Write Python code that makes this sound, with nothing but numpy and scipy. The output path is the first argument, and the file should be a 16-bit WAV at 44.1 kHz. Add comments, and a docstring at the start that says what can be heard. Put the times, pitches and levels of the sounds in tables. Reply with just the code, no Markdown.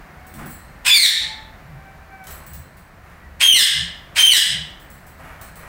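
"""Two parakeets squawking in a wire cage

Three harsh squawks sound right at the microphone, in a hard-walled room. Each bursts out as a screech,
locks into a high whistle, then breaks into a lower, falling rasp that overloads the microphone.
Claws tick on the wires, feathers rustle, the cage hums as the birds climb, and far-off birds call."""
import sys
import numpy as np
from scipy import signal
from scipy.fft import rfft, irfft, next_fast_len
from scipy.io import wavfile
from scipy.ndimage import uniform_filter1d, minimum_filter1d, map_coordinates

SR = 44100
rng = np.random.default_rng(int(sys.argv[2]) if len(sys.argv) > 2 else 0)


def persist_wave(psi):
    """Save psi, clipped to +-1, as 16-bit WAV."""
    counts = np.round(np.clip(psi, -1, 1) * 32767).astype(np.int16)
    wavfile.write(sys.argv[1], SR, np.atleast_2d(counts).T)


N = 250488
TOP_HZ = 15830  # upper edge of the treble

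# How the throat and open beak shape the voice: (frequency [Hz], level [dB])
THROAT = [(1000, -23), (1600, -19), (2200, -10.5), (3200, -9), (4300, -6), (5200, -12), (6400, -19),
          (7400, -15), (8500, -9.5), (10500, -22.5), (13000, -20.5), (15500, -20)]


def amp(db):
    """Turn decibels into a factor to multiply by."""
    return 10 ** (np.asarray(db) / 20)


def along(points, hz):
    """Read between (frequency, value) points, with octaves evenly spaced."""
    freqs, values = np.transpose(points)
    return np.interp(np.log(hz + 1), np.log(freqs + 1), values)


def wobble(rate, size):
    """A smooth curve through `rate` random values a second."""
    knots = np.random.default_rng(rng.integers(2 ** 31)).standard_normal(int(size * rate / SR) + 4)
    return map_coordinates(knots, [np.arange(size) * rate / SR])


def noise(colour):
    """Noise of average power 1, shaped by (frequency, level) points."""
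    size = next_fast_len(N + 8192)
    gains = amp(along(colour, np.fft.rfftfreq(size, 1 / SR)))
    shaped = irfft(rfft(rng.standard_normal(size)) * gains, size)[:N]
    return shaped / np.sqrt(np.mean(shaped ** 2) + 1e-20)


def add(track, start, sound):
    """Mix a sound into the track at `start` seconds."""
    part = track[max(round(start * SR), 0):][:len(sound)]
    part += sound[:len(part)]


def envelope(length, attack, release):
    """Time within a note, and its gain: a smooth rise, a hold, a smooth fall."""
    t = np.arange(int(length * SR)) / SR
    ramps = np.clip([t / attack, (length - t) / release], 0, 1)
    return t, np.prod(np.sin(np.pi / 2 * ramps) ** 2, axis=0)


def outdoor_murmur():
    """Low noise from outside drifts a little in loudness."""
    # Tone of the murmur: (frequency [Hz], level [dB])
    colour = [(15, -34), (28, -2.5), (50, 1.5), (62, -3), (80, 0), (107, -11), (157, -4), (241, -14),
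              (473, -19.5), (513, -16.5), (749, -13.5), (834, -16.5), (1870, -16.5), (3390, -33),
              (4210, -33), (5230, -36.5), (11000, -42), (15800, -37.5)]
    # Its slow drift: (time [s], level [dB])
    drift = [(0, -42), (1.499, -42.5), (2.899, -45.5), (4.4, -42), (5.68, -44.5)]
    return amp(np.interp(np.arange(N) / SR, *np.transpose(drift))) * noise(colour)


def far_calls():
    """Distant birds give faint, wavering calls that lose their treble on the way."""
    # Drawn-out calls: (start [s], length [s], first pitch [Hz], last pitch [Hz], level [dB])
    calls = [(0, 0.41, 704, 766, -51), (1.162, 0.39, 862, 879, -42), (1.719, 0.36, 773, 781, -47.5),
             (2.058, 0.24, 784, 752, -41.5), (3.169, 0.2, 1925, 1935, -46.5)]
    # What the distance leaves of them: (frequency [Hz], level [dB])
    colour = [(800, -1), (1600, -4), (2350, -7.5), (3000, -26), (4500, -42.5)]
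    out = np.zeros(N)
    for start, length, first_hz, last_hz, db in calls:
        size = int(length * SR)
        hz = np.linspace(first_hz, last_hz, size) * (1 + 0.0021 * wobble(58, size))
        phase = 2 * np.pi * np.cumsum(hz) / SR
        tone = sum(amp(along(colour, k * hz)) * np.sin(k * phase) for k in range(1, 4))
        waver_db = 3 * wobble(32, size)
        add(out, start, amp(db + waver_db) * np.sqrt(np.hanning(size)) * tone)
    return out


def drone(hz, length):
    """One low, unsteady vibration that swells and fades."""
    size = int(length * SR)
    phase = 2 * np.pi * np.cumsum(hz * (1 + 0.1164 * wobble(58.4, size))) / SR
    return np.sqrt(2) * np.hanning(size) * np.sin(phase) * (1 + 0.14 * wobble(49.5, size))


def cage_hums():
    """The frame hums as the birds shift their weight, and one bird jolts the perch."""
    # The frame's two natural notes: (low [Hz], high [Hz])
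    frame_hz = (71, 146.5)
    # Shifts of weight: (middle time [s], low note [dB], high note [dB])
    shifts = [(1.732, -49.5, -39.5), (2.57, -38.5, -43), (3.332, -41, -61), (3.818, -40.5, -36.5),
              (4.581, -41.5, -38)]
    # The perch's natural notes: (pitch [Hz], level [dB])
    perch = [(162, -41.5), (225, -42), (305, -46.5)]
    hum_length_s, jolt_middle_s, jolt_length_s = .3, .44, .34
    out = np.zeros(N)
    for middle, *levels in shifts:
        for hz, db in zip(frame_hz, levels):
            add(out, middle - hum_length_s / 2, amp(db) * drone(hz, hum_length_s))
    for hz, db in perch:
        add(out, jolt_middle_s - jolt_length_s / 2, amp(db) * drone(hz, jolt_length_s))
    return out


def feather_rustles():
    """Feathers brush the cage: a quick rise and a slow, grainy fade."""
    # Feather strokes: (start [s], time to fade by 20 dB [s], level [dB])
    strokes = [(0.378, 0.12, -33.5), (2.26, 0.27, -40.5), (3.028, 0.26, -47), (5.17, 0.51, -42.5),
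               (5.39, 0.074, -43), (5.56, 1, -44.5)]
    # Tone of the feathers: (frequency [Hz], level [dB])
    colour = [(100, 8), (300, -8.5), (600, -2), (1500, -2), (2200, -8), (4000, -25.5), (12000, -25.5)]
    gain, t = np.zeros(N), np.arange(SR) / SR
    for start, fade_s, db in strokes:
        add(gain, start, amp(db - 20 * t / fade_s) * (1 - np.exp(-t / .013)))
    return gain * amp(2.5 * wobble(120, N)) * noise(colour)


def wire_ticks():
    """Each touch of a claw or beak scrapes briefly and rings the thin wires a little differently."""
    # Touches on the wires: (time [s], level [dB], extra level for the ring [dB])
    touches = [(0.2668, -37.5, -4), (0.3391, -33.5, -1), (0.4594, -37, 8.5), (0.5053, -38, 5),
               (2.2388, -35.5, -11.5), (2.2694, -27.5, -14), (2.3072, -32, 3.5), (2.4644, -33.5, -1.5),
               (2.5344, -31, -1.5), (2.7694, -42.5, -3), (4.799, -43.5, -1.5), (4.9013, -40, 0.5),
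               (5.0664, -39, -0.5), (5.4131, -29.5, -4), (5.5564, -35.5, -0.5)]
    # The wires' natural notes: (pitch [Hz], level [dB], time to fade by 60 dB [s])
    wire_notes = [(4200, -15.5, 1), (7740, -5, .25), (8170, -4.5, 0.58), (10200, -8.5, .4),
                  (12400, -14, 0.67), (12800, -5, .3), (15150, 2, .2), (15550, 3, .25)]
    # Tone of the scrape: (frequency [Hz], level [dB])
    scrape_colour = [(1000, -5.5), (3000, -6.5), (6000, -7.5), (8300, -4.5), (10500, -6), (15500, -4.5)]
    spread_db, detune, scrape_fade_s = 3, 0.0087, .1
    rings, scrapes = np.zeros((2, N))
    t = np.arange(SR // 2) / SR
    for start, db, ring_db in touches:
        chances = rng.standard_normal((len(wire_notes), 2))
        for (hz, note_db, fade_s), (level_chance, pitch_chance) in zip(wire_notes, chances):
            gain = amp(note_db + spread_db * level_chance - 60 * t / fade_s)
            phase = 2 * np.pi * hz * (1 + detune * pitch_chance) * t
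            buzz = 1.3 * wobble(330, len(t))
            add(rings, start, amp(db + ring_db - 16.5) * gain * np.sin(phase + buzz))
        add(scrapes, start, amp(db - 11 - 60 * t / scrape_fade_s))
    return rings + scrapes * noise(scrape_colour)


def voice(hz, rough, tilt_db, shimmer, beak_hz, beak_db):
    """A membrane vibrates through the throat and beak; roughness shakes its pitch and strength."""
    beak_width_octaves, grit_db = 0.1237, 7.5
    rough, size = np.clip(rough, 0, 1), len(hz)
    shake = .058 * wobble(1300, size) + .03 * wobble(260, size)
    phase = 2 * np.pi * np.cumsum(hz * (1 + rough * shake)) / SR
    tone = np.zeros(size)
    for k in range(1, 10):  # harmonics: whole multiples of the pitch
        beak_boost_db = beak_db * np.exp(-(np.log2(k * hz / beak_hz) / beak_width_octaves) ** 2)
        db = along(THROAT, k * hz) + beak_boost_db + tilt_db * np.log2(k)
        tone += amp(db) * (k * hz < TOP_HZ + 1000) * np.sin(k * phase)
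    grit = amp(grit_db * rough * wobble(220, size))
    flicker = 1 + shimmer * rough * wobble(1500, size)
    return np.sqrt(2) * grit * flicker * tone


def screeches():
    """Each squawk bursts out as fluttering noise that fades as the whistle takes over."""
    # Chaotic start of each squawk: (start [s], rise time [s], level [dB], fade speed [dB/s])
    bursts = [(0.843, 0.024, -7.5, 359), (3.394, 0.023, -5, 522), (4.145, .036, -9.5, 149)]
    # Tone of the screech: (frequency [Hz], level [dB])
    colour = [(290, -62), (500, -29), (1000, -15), (1350, -21), (1480, -12), (1860, -8.5), (2450, -5.5),
              (2830, -5), (3220, -8.5), (7040, -19.5), (8250, -12), (12200, -29), (15800, -25)]
    gain, t = np.zeros(N), np.arange(SR // 4) / SR
    for start, attack, db, fade_db_per_s in bursts:
        rise = np.minimum(t / attack, 1) ** 2
        add(gain, start, rise * amp(db - fade_db_per_s * np.maximum(t - attack, 0)))
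    return gain * amp(2.5 * wobble(300, N)) * noise(colour)


def whistles():
    """The high voice holds its pitch, with the beak tuned to it, then slides and roughens."""
    # High notes: (start [s], length [s], held pitch [Hz], last pitch [Hz], level [dB], roughness [0-1])
    notes = [(0.883, 0.076, 3497, 3557, 0.5, 0.28), (3.414, .16, 3215, 2788, 7, 0.15),
             (4.174, .175, 3135, 2937, 4, 0.19)]
    out = np.zeros(N)
    for start, length, held_hz, last_hz, db, held_rough in notes:
        t, gain = envelope(length, attack=0.035, release=0.011)
        slide = np.interp(t / length, [.39, 1], [0, 1])  # begins 39% of the way through
        hz = held_hz + (last_hz - held_hz) * slide
        rough = held_rough + 0.415 * slide
        tone = voice(hz, rough, tilt_db=-4, shimmer=.3, beak_hz=held_hz, beak_db=3.4)
        add(out, start, amp(db) * gain * tone)
    return out


def rasps():
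    """The low voice slides down and frays; the rougher it gets, the more air hisses in the throat."""
    # Low notes: (start [s], length [s], first pitch [Hz], last pitch [Hz], level [dB],
    # average roughness [0-1], frequency the beak boosts [Hz])
    notes = [(0.87, 0.041, 2535, 2446, -6, 0.54, 2600), (0.91, 0.11, 2410, 2156, 1.5, .48, 4120),
             (0.995, 0.1, 2138, 1836, -2.5, .6, 3970), (3.537, 0.11, 2141, 1643, 6, .52, 3010),
             (4.305, .092, 2179, 1641, 2, 0.6, 2975)]
    voices, air = np.zeros((2, N))
    for start, length, first_hz, last_hz, db, mean_rough, beak_hz in notes:
        t, gain = envelope(length, attack=0.31 * length, release=0.27 * length)
        hz = np.interp(t / length, [.16, .72], [first_hz, last_hz])
        rough = mean_rough + 0.38 * (t / length - .5)
        tone = voice(hz, rough, tilt_db=-0.9, shimmer=0.39, beak_hz=beak_hz, beak_db=6)
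        add(voices, start, amp(db) * gain * tone)
        add(air, start, amp(db) * gain * rough)
    flutter = amp(2.5 * wobble(300, N))
    return voices + amp(-10.5) * air * flutter * noise(THROAT)


def room_echo(sound):
    """Hard walls answer after 5 ms; the middle pitches linger longest."""
    # How long the room rings: (frequency [Hz], time to fade by 60 dB [s])
    fade_times = [(300, 0.073), (2000, 0.63), (4000, 0.5), (8000, 0.4), (15000, 0.26)]
    out = np.zeros(N)
    for part in np.array_split(np.arange(N), 7):  # new echoes for each stretch, as the birds move
        hz, t, spectrum = signal.stft(rng.standard_normal(SR), SR, nperseg=256)
        fade = amp(-60 * t / along(fade_times, hz)[:, None])
        tail = signal.istft(spectrum * fade, SR, nperseg=256)[1]
        add(out, part[0] / SR + .005, signal.fftconvolve(sound[part], tail / np.linalg.norm(tail)))
    return out


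def scene():
    """Birds and cage in the room, over the sounds from outside; both channels are the same."""
    birds = amp(-5.5) * (screeches() + whistles() + rasps())
    cage = wire_ticks() + feather_rustles()
    echo = room_echo(birds + amp(3) * cage)
    mono = birds + amp(2) * cage + echo + cage_hums() + far_calls() + outdoor_murmur()
    return np.array([mono, mono])


def overload(sound, upper, lower):
    """The microphone flattens the loudest peaks, more on one side, which adds a low rumble and fizz."""
    limit = np.where(sound > 0, upper, lower)
    bent = sound / (1 + np.abs(sound / limit) ** 4) ** (1 / 4)
    return signal.sosfilt(signal.butter(1, 12, "highpass", fs=SR, output="sos"), bent)


def gain_control(sound, ceiling_db, release_db_per_s):
    """The volume drops at once when a peak passes the ceiling, then creeps back up."""
    peak_db = 20 * np.log10(-minimum_filter1d(-np.abs(sound[0]), size=200) + 1e-9)
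    excess_db = np.maximum(peak_db - ceiling_db, 0)
    recovery = release_db_per_s * np.arange(N) / SR
    cut_db = np.maximum.accumulate(excess_db + recovery) - recovery
    return sound * amp(-uniform_filter1d(cut_db, size=200))


def record(dry):
    """Loud squawks overload the microphone and are turned down and rounded; the top treble is cut."""
    bent = overload(dry, upper=2.02, lower=4)
    held = gain_control(bent, ceiling_db=-2.5, release_db_per_s=68)
    rounded = held / (1 + np.abs(held / .92) ** 6) ** (1 / 6)
    size = next_fast_len(N + SR // 2)
    treble_cut = np.clip((TOP_HZ - np.fft.rfftfreq(size, 1 / SR)) / 200 + .5, 0, 1)
    return irfft(rfft(rounded, size) * treble_cut, size)[:, :N]


dry = scene()
out = record(dry)
persist_wave(out)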